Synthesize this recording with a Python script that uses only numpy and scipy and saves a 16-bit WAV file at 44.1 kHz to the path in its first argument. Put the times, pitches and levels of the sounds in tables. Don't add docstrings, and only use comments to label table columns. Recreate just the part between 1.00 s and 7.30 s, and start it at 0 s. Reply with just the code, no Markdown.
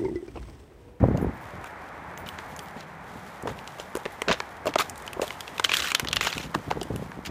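import sys
import numpy as np
from scipy import signal
from scipy.fft import rfft, irfft, next_fast_len
from scipy.io import wavfile
from scipy.ndimage import map_coordinates

SR = 44100
rng = np.random.default_rng(int(sys.argv[2]) if len(sys.argv) > 2 else 0)


def log_audio(samples):
    frames = np.atleast_2d(samples).T
    limited = np.clip(frames, -1, 1)
    pcm = np.round(limited * 32767).astype(np.int16)
    wavfile.write(sys.argv[1], SR, pcm)


N = 277830

# (time [s], level [dB], pitch [Hz], splinter treble [dB])
SNAPS = [(.174, -46.5, 2850, -45), (0.643, -41.5, 1500, -47.5), (1.176, -43, 1980, -43.5),
         (1.289, -35, 2930, -43), (1.388, -35.5, 1780, -64), (1.564, -53, 1460, -42),
         (1.592, -38.5, 3240, -40), (2.426, -58, 2300, -44.5), (2.59, -42, 2640, -54),
         (2.676, -39.5, 2960, -44), (2.799, -38, 3100, -47), (2.953, -34.5, 1510, -37),
         (2.964, -39, 1840, -44), (2.971, -47, 2010, -38), (3.055, -32, 1930, -49),
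         (3.061, -32.5, 1940, -57), (3.219, -26, 2030, -34), (3.284, -24.5, 2600, -55),
         (3.313, -21.5, 1630, -52), (3.318, -24.5, 2000, -48), (3.403, -26.5, 1690, -64),
         (3.657, -40, 1530, -45), (3.669, -35.5, 3400, -38), (3.739, -32.5, 2430, -50),
         (3.757, -24.5, 1290, -35), (3.788, -23.5, 3630, -35), (3.897, -41, 5100, -32),
         (3.958, -51, 3800, -48), (3.979, -58, 4550, -41.5), (4.023, -53, 3580, -47),
         (4.066, -48, 1980, -46), (4.078, -34, 3000, -45), (4.132, -36.5, 2620, -40),
         (4.217, -32, 2700, -35), (4.279, -36.5, 3170, -42), (4.306, -30.5, 2060, -63),
         (4.407, -34, 3300, -37.5), (4.479, -36, 2830, -60), (4.581, -32.5, 2580, -43),
         (4.597, -23.5, 1510, -33), (4.643, -21.5, 3330, -26), (4.647, -15.5, 3020, -32),
         (4.694, -23.5, 2390, -41), (4.718, -21.5, 2470, -66), (4.738, -19.5, 2900, -33.5),
         (4.769, -23, 3430, -28.5), (4.802, -26, 3120, -33), (4.822, -28, 2740, -42),
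         (4.918, -23.5, 2390, -31), (4.949, -15.5, 3060, -24), (4.997, -23.5, 2010, -27.5),
         (5.029, -62, 3500, -56), (5.048, -33, 1830, -45), (5.073, -30, 2940, -42), (5.086, -27, 3480, -39),
         (5.113, -36, 3100, -49), (5.13, -20, 2700, -30.5), (5.161, -27, 3050, -31),
         (5.168, -18.5, 2760, -35), (5.21, -21.5, 2170, -32), (5.27, -26.5, 1402, -43),
         (5.328, -27.5, 2570, -42), (5.38, -29, 2540, -37.5), (5.549, -26, 1380, -41.5),
         (5.712, -27.5, 1430, -68), (5.814, -33.5, 3340, -45), (5.831, -39, 2920, -37),
         (5.961, -42, 2720, -39.5), (6.118, -40, 1710, -79)]
# (time [s], level [dB], pitch [Hz], contacts [count])
KNOCKS = [(0.039, -17.5, 546, 1), (1.763, -34.5, 221, 1), (2.156, -38, 230, 1), (2.457, -29, 477, 1),
          (2.48, -32, 400, 3), (2.798, -35, 588, 1), (2.953, -25.5, 377, 1), (2.97, -29.5, 500, 1),
          (3.055, -32.5, 540, 1), (3.06, -27.5, 433, 1), (3.219, -31, 440, 1), (3.278, -26.5, 377, 2),
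          (3.285, -34, 179, 1), (3.303, -22.5, 210, 1), (3.317, -26, 560, 1), (3.657, -27, 620, 1),
          (3.669, -21, 595, 2), (3.687, -30.5, 285, 2), (3.758, -17.5, 635, 1), (3.787, -28, 1330, 1),
          (3.796, -25.5, 1150, 1), (4.169, -33.5, 392, 1), (4.196, -24, 550, 1), (4.219, -23, 490, 1),
          (4.229, -26.5, 607, 2), (5.556, -28.5, 303, 1), (5.713, -24.5, 825, 1), (5.771, -28, 452, 1),
          (5.815, -27.5, 380, 1), (5.903, -28, 297, 1)]
# (time [s], length [s], level [dB], coarse [relative dB], fine [relative dB], plate [Hz])
CRUNCHES = [(.655, 0.024, -50.5, -4, -6, 900), (1.259, 0.025, -45.5, -11, -14, 900),
            (1.373, 0.029, -50, -2, -26, 1500), (1.765, 0.065, -49.5, -1, -13.5, 790),
            (2.471, 0.028, -43, 10.5, -9.5, 467), (2.784, 0.041, -45.5, -0.5, -5.5, 587),
            (3.282, 0.051, -28, 0, -25, 513), (3.66, 0.033, -38, 4.5, -9, 583),
            (3.783, 0.034, -26, 3.5, -8, 1190), (4.216, 0.024, -38, 2.5, -2.5, 554),
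            (4.648, 0.0073, -25, -12, -10, 1600), (4.688, 0.047, -34, -5, -13, 1290),
            (4.731, 0.069, -28.5, -7, -8.5, 1260), (4.821, .09, -32.5, -18, -9.5, 1310),
            (5.211, .034, -31, -3, -8.5, 1170), (5.246, 0.043, -29, 1, -11.5, 1380),
            (5.288, 0.17, -41, -16, -10, 1300), (5.542, 0.0083, -35, 10.5, -7, 1050),
            (5.702, 0.017, -41.5, 12, -11, 1020), (6.249, 0.023, -35.5, -14, -10, 850)]
# (time [s], length [s], level [dB])
SHUFFLES = [(.4, 0.12, -65), (1.25, 0.45, -57), (2.03, 0.38, -57), (2.45, 0.52, -56), (2.97, 0.53, -58),
            (3.8, 0.046, -46), (3.95, 0.37, -57), (4.21, .2, -46.5), (4.45, 0.36, -55), (4.73, 0.11, -36),
            (5.21, 0.29, -48), (5.55, 0.6, -57.5)]
# (frequency [Hz], level [dB])
COARSE_SPECTRUM = [(50, -3), (150, -16.5), (400, -3), (600, 1.5), (900, 1.5), (1300, 6), (1800, -2),
                   (3000, -30), (8000, -76)]
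MIDDLE_SPECTRUM = [(500, -31), (1000, 1), (1400, 7), (1900, 3.5), (2900, 5), (3900, 1), (4800, -4),
                   (6500, -8.5), (9000, -30), (16000, -45)]
FINE_SPECTRUM = [(2500, -32), (5000, -2), (7000, 8), (8500, 3), (11000, -1.5), (15500, -1)]
GRIT_SPECTRUM = [(800, 2.5), (2000, -3.5), (3200, 1.5), (4500, -4.5), (7000, -6.5), (9000, -9.5),
                 (15500, -13.5)]
THUD_SPECTRUM = [(50, -18), (150, -8), (450, 6), (750, -5.5), (1200, -19), (2200, -39.5), (6000, -56)]
# (time [s], level [dB])
LONG_PULL_JOLTS = [(.175, -53), (.335, -60), (.412, -54), (.66, -53), (1.177, -48), (1.275, -48),
                   (1.48, -58), (1.593, -55), (1.625, -51)]
SHORT_PULL_JOLTS = [(.215, -48), (1.5, -54), (1.567, -52), (2.285, -58), (2.895, -59), (3.121, -49),
                    (3.505, -58), (4.21, -49), (5.146, -46), (5.38, -47), (5.975, -52), (6.09, -56)]
# (frequency [Hz], level [dB], t60 [s])
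LONG_PULL_MODES = [(8463, -10, .25), (9991, -13, .22), (10900, -11, .13), (12608, -6, .1), (13571, -3, .18),
                   (15283, -6, .2)]
SHORT_PULL_MODES = [(11150, -2, .11), (14200, -5, .09)]
# (time [s], length [s], level [dB])
GUSTS = [(0, .27, -22.5), (.53, 0.039, -39), (.95, 0.046, -55), (1.5, 0.062, -48), (2.0, 0.23, -65),
         (2.43, 0.092, -37), (3.27, 0.033, -38), (3.88, 0.054, -47.5), (5.02, 0.21, -40), (5.35, 0.13, -38),
         (5.55, 0.018, -35), (5.66, 0.2, -37.5), (5.9, 0.13, -30), (6.16, 0.013, -34.5),
         (6.27, 0.036, -34.5)]
# (frequency [Hz], level [dB])
WIND_SPECTRUM = [(20, -54), (40, -3), (70, 5.5), (130, 3.5), (250, -2), (420, -8), (600, -21), (800, -14),
                 (1500, -72), (4000, -87)]
TYRE_SPECTRUM = [(30, -8), (90, 2), (170, -16), (270, -4), (500, -0.5), (850, 4.5), (1300, 0), (1900, -2.5),
                 (2300, -7), (2800, -18), (4500, -27), (15000, -43.5)]
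# (time [s], level [dB])
TYRE_LEVELS = [(0, -43), (.7, -42), (1.5, -41.5), (1.9, -44), (3, -43.5), (4.2, -42.5), (5.2, -44.5),
               (6.3, -47)]
ENGINE_LEVELS = [(0, -69), (.8, -60), (1.2, -55), (2.1, -50), (3.1, -56.5), (3.7, -65.5), (6.3, -48)]

TOP_HZ = 15400


def snaps(lead_s=.003, ref_hz=2020, flex_hz=1030, stray_gap_s=.022, stray_hz=3150):
    out = np.zeros(N)
    for s, db, hz, treble_db in SNAPS:
        add(out, s - lead_s, snap(db, hz, treble_db, lead_s))
        flex_db = db - 6 - 13 * np.log2(hz / ref_hz)
        add(out, s, knock(flex_db, flex_hz * (hz / ref_hz) ** .27))
    for s, length_s, db, *_ in CRUNCHES:
        for k in range(1, int(length_s / stray_gap_s)):
            stray_db = db - .5 + 2.5 * rng.standard_normal()
            start_s = s + (k + rng.random()) * stray_gap_s
            hz = stray_hz * 2 ** rng.uniform(-.42, .47)
            add(out, start_s, snap(stray_db, hz, stray_db - 9, lead_s))
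    return out


def snap(db, hz, treble_db, lead_s, creak_db=-22, first_db=9, crumb_db=-29, crumb_t60_s=.53):
    t = np.arange(SR // 12) / SR - lead_s
    splinter_db = treble_db + 41
    t60_s = .016 * amp(.19 * splinter_db)
    decay = amp(-60 * abs(t) / t60_s) + amp(crumb_db - 60 * t / crumb_t60_s)
    volley = fractures(len(t), per_s=6600, spread_db=-.5) * np.where(t < 0, amp(creak_db), decay)
    volley[round(lead_s * SR)] += amp(first_db)
    overtone = resonate(volley, hz * 1.404 * rng.uniform(.685, 1.158), q=12)
    body = amp(-8 + .6 * splinter_db) * unit(colour(volley, MIDDLE_SPECTRUM))
    ring = unit(resonate(volley, hz, q=9)) + amp(-7) * unit(overtone) + body
    ring = signal.sosfilt(signal.butter(2, [600, 8000], "band", fs=SR, output="sos"), ring)
    chips = unit(volley) + unit(resonate(volley, hz=rng.uniform(5600, 13900), q=3.8))
    chips = colour(chips, FINE_SPECTRUM)
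    return amp(db) * burst(ring, span_s=.0061) + amp(treble_db) * burst(chips, span_s=.0039)


def knocks(rock_s=.0097, loss_db=5):
    out = np.zeros(N)
    for s, db, hz, contacts in KNOCKS:
        for k in range(round(contacts)):
            add(out, s + k * rock_s, knock(db - k * loss_db, hz))
    return out


def knock(db, hz, upper_db=-9, thud_db=-7, attack_s=.00065):
    t = np.arange(SR // 10) / SR
    t60_s = .022 * (550 / hz) ** .84
    fade = amp(-60 * t / t60_s)
    phase = 2 * np.pi * hz * t
    upper_ratio = 1.588 * rng.uniform(.792, 1.232)
    modes = np.sin(phase) + amp(upper_db) * np.sin(phase * upper_ratio)
    ring = modes * fade * (1 - np.exp(-t / attack_s))
    thud = colour(rng.standard_normal(len(t)) * fade, THUD_SPECTRUM)
    return amp(db) * burst(unit(ring) + amp(thud_db) * unit(thud), span_s=.0081)


def crunches(release_s=.013, sag_db=4, firm_db=-29):
    out, t = np.zeros(N), np.arange(SR // 5) / SR
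    for s, length_s, db, coarse_db, fine_db, plate_hz in CRUNCHES:
        attack_s = .00069 * amp(.59 * (firm_db - db))
        pressure = gate(t, length_s, attack_s, release_s) * amp(sag_db * (.5 - t / length_s))
        fits = amp(2.6 * wobble(260, len(t)))
        cracks = unit(fractures(len(t), per_s=2600, spread_db=4))
        shards = unit(splinters(len(t), per_s=3600, spread_db=5, t60_s=.02))
        breaks = fits * (shards + cracks)
        shake = unit(colour(breaks, COARSE_SPECTRUM))
        plate = unit(resonate(shake, plate_hz, q=4))
        coarse = unit(shake + amp(-1) * plate)
        middle = unit(colour(breaks, MIDDLE_SPECTRUM))
        fine = unit(colour(breaks, FINE_SPECTRUM))
        add(out, s, amp(db) * pressure * (amp(coarse_db) * coarse + middle + amp(fine_db) * fine))
    return out


def splinters(n, per_s, spread_db, t60_s, ring_samples=900):
    draws = rng.random((int(per_s * n / SR) + 1, 4))
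    start, pitch, force, life = draws.T[:, :, None]
    t = np.arange(ring_samples) / SR
    hz = pitch * TOP_HZ
    level_db = spread_db * np.minimum(-np.log(1 - force), 3)
    rings = amp(level_db - 60 * t / (t60_s * (.5 + life))) * np.sin(2 * np.pi * hz * t)
    index = (start * n).astype(int) + np.arange(ring_samples)
    return np.bincount(index.ravel(), rings.ravel(), n)[:n]


def grit(tick_db=-5, floor_db=-61.5):
    rustle = unit(fractures(N, per_s=6000, spread_db=3))
    ticks = unit(fractures(N, per_s=130, spread_db=4))
    grains = (rustle + amp(tick_db) * ticks) * amp(1.7 * wobble(35))
    weight = amp(floor_db) + swells(SHUFFLES, attack_s=.02, release_s=.055, sag_db=4)
    return weight * unit(colour(grains, GRIT_SPECTRUM))


def zip_pull(jolts, modes, rattle_t60_s=.06, tick_t60_s=.017, tick_db=-13):
    out, t = np.zeros(N), np.arange(SR // 3) / SR
    for s, db in jolts:
        ring = np.zeros(len(t))
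        for hz, level_db, t60_s in modes:
            strike_db = rng.uniform(-5, 2)
            detuned_hz = hz * rng.uniform(.996, 1.004)
            ring += amp(level_db + strike_db - 60 * t / t60_s) * np.sin(2 * np.pi * detuned_hz * t)
        tick = colour(rng.standard_normal(len(t)) * amp(-60 * t / tick_t60_s), FINE_SPECTRUM)
        contact = ring + amp(tick_db) * burst(tick, span_s=.019)
        bounces = fractures(len(t), per_s=170, spread_db=2) * amp(-60 * t / rattle_t60_s)
        bounces[0] = 1
        bounces /= np.linalg.norm(bounces)
        add(out, s, amp(db) * signal.fftconvolve(bounces, contact)[:len(t)])
    return out


def wind(breeze_db=-54, puffs_per_s=34, puff_hz=214.4, rise_cycles=.55):
    breeze = amp(breeze_db + 3.5 * wobble(5))
    strength = breeze + swells(GUSTS, attack_s=.004, release_s=.03, sag_db=5.5)
    eddies = unit(fractures(N, per_s=600, spread_db=4)) + .48 * rng.standard_normal(N)
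    flutter_db = 1.8 * wobble(25)
    out = strength * amp(flutter_db) * unit(colour(eddies, WIND_SPECTRUM))
    t = np.arange(SR // 16) / SR
    for k in range(int(puffs_per_s * N / SR)):
        s = (k + rng.random()) / puffs_per_s
        relative_db = 1 + 2 * rng.standard_normal()
        hz = puff_hz * 2 ** (.34 * rng.standard_normal())
        age = hz * t / rise_cycles
        swing = np.sin(2 * np.pi * (hz * t + rng.random()))
        turbulence = .5 * unit(colour(rng.standard_normal(len(t)), THUD_SPECTRUM))
        puff = burst((swing + turbulence) * age ** 2 * np.exp(-2 * age), span_s=.013)
        add(out, s, strength[int(s * SR)] * amp(relative_db) * puff)
    return out


def traffic(engine_hz=170, engine_q=2.5):
    tyre_db = curve(TYRE_LEVELS) + .41 * wobble(20)
    tyres = amp(tyre_db) * unit(colour(rng.standard_normal(N), TYRE_SPECTRUM))
    engine = resonate(rng.standard_normal(N), engine_hz, engine_q)
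    engine = resonate(engine, engine_hz, engine_q)
    return tyres + amp(curve(ENGINE_LEVELS)) * unit(engine)


def fractures(n, per_s, spread_db):
    chance, sign, size = rng.random(n), rng.choice([-1, 1], n), rng.exponential(1, n)
    return (chance < per_s / SR) * sign * amp(spread_db * np.minimum(size, 4))


def gate(t, length_s, attack_s, release_s):
    return (1 - np.exp(-t / attack_s)) * np.exp(-np.maximum(t - length_s, 0) / release_s)


def swells(rows, attack_s, release_s, sag_db):
    gain = np.zeros(N)
    for s, length_s, db in rows:
        t = np.maximum(np.arange(N) / SR - s, 0)
        gain += amp(db - sag_db * np.minimum(t / length_s, 1)) * gate(t, length_s, attack_s, release_s)
    return gain


def colour(x, spectrum, size=4096):
    hz, db = np.transpose(spectrum)
    grid_hz = np.fft.rfftfreq(size, 1 / SR)
    gain = amp(np.interp(np.log(grid_hz + 1), np.log(hz), db))
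    cepstrum = irfft(np.log(gain))
    cepstrum[1:size // 2] *= 2
    cepstrum[size // 2 + 1:] = 0
    return signal.fftconvolve(x, irfft(np.exp(rfft(cepstrum))))[:len(x)]


def resonate(x, hz, q):
    return signal.lfilter(*signal.iirpeak(min(hz, SR / 4), max(q, 1), SR), x)


def wobble(knots_per_s, n=N):
    knots = rng.standard_normal(int(n * knots_per_s / SR) + 4)
    return map_coordinates(knots, [np.arange(n) * knots_per_s / SR])


def curve(rows):
    return np.interp(np.arange(N) / SR, *np.transpose(rows))


def amp(db):
    return 10 ** (np.asarray(db) / 20)


def unit(x):
    return x / np.sqrt(np.mean(x ** 2) + 1e-20)


def burst(x, span_s):
    return x * np.sqrt(span_s * SR / (np.sum(x ** 2) + 1e-20))


def add(track, start_s, sound):
    slot = track[max(round(start_s * SR), 0):][:len(sound)]
    slot += sound[:len(slot)]


def scene():
    air = wind() + traffic()
    zips = zip_pull(LONG_PULL_JOLTS, LONG_PULL_MODES) + zip_pull(SHORT_PULL_JOLTS, SHORT_PULL_MODES)
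    ice = grit() + crunches() + knocks() + snaps()
    return (ice + zips + air)[None]


def record(dry, low_cut_hz=42):
    thinned = signal.sosfilt(signal.butter(3, low_cut_hz, "high", fs=SR, output="sos"), dry)
    size = next_fast_len(N + SR // 2)
    passband = np.fft.rfftfreq(size, 1 / SR) < TOP_HZ
    return irfft(rfft(thinned, size) * passband, size)[..., :N]


dry = scene()
out = record(dry)
log_audio(out)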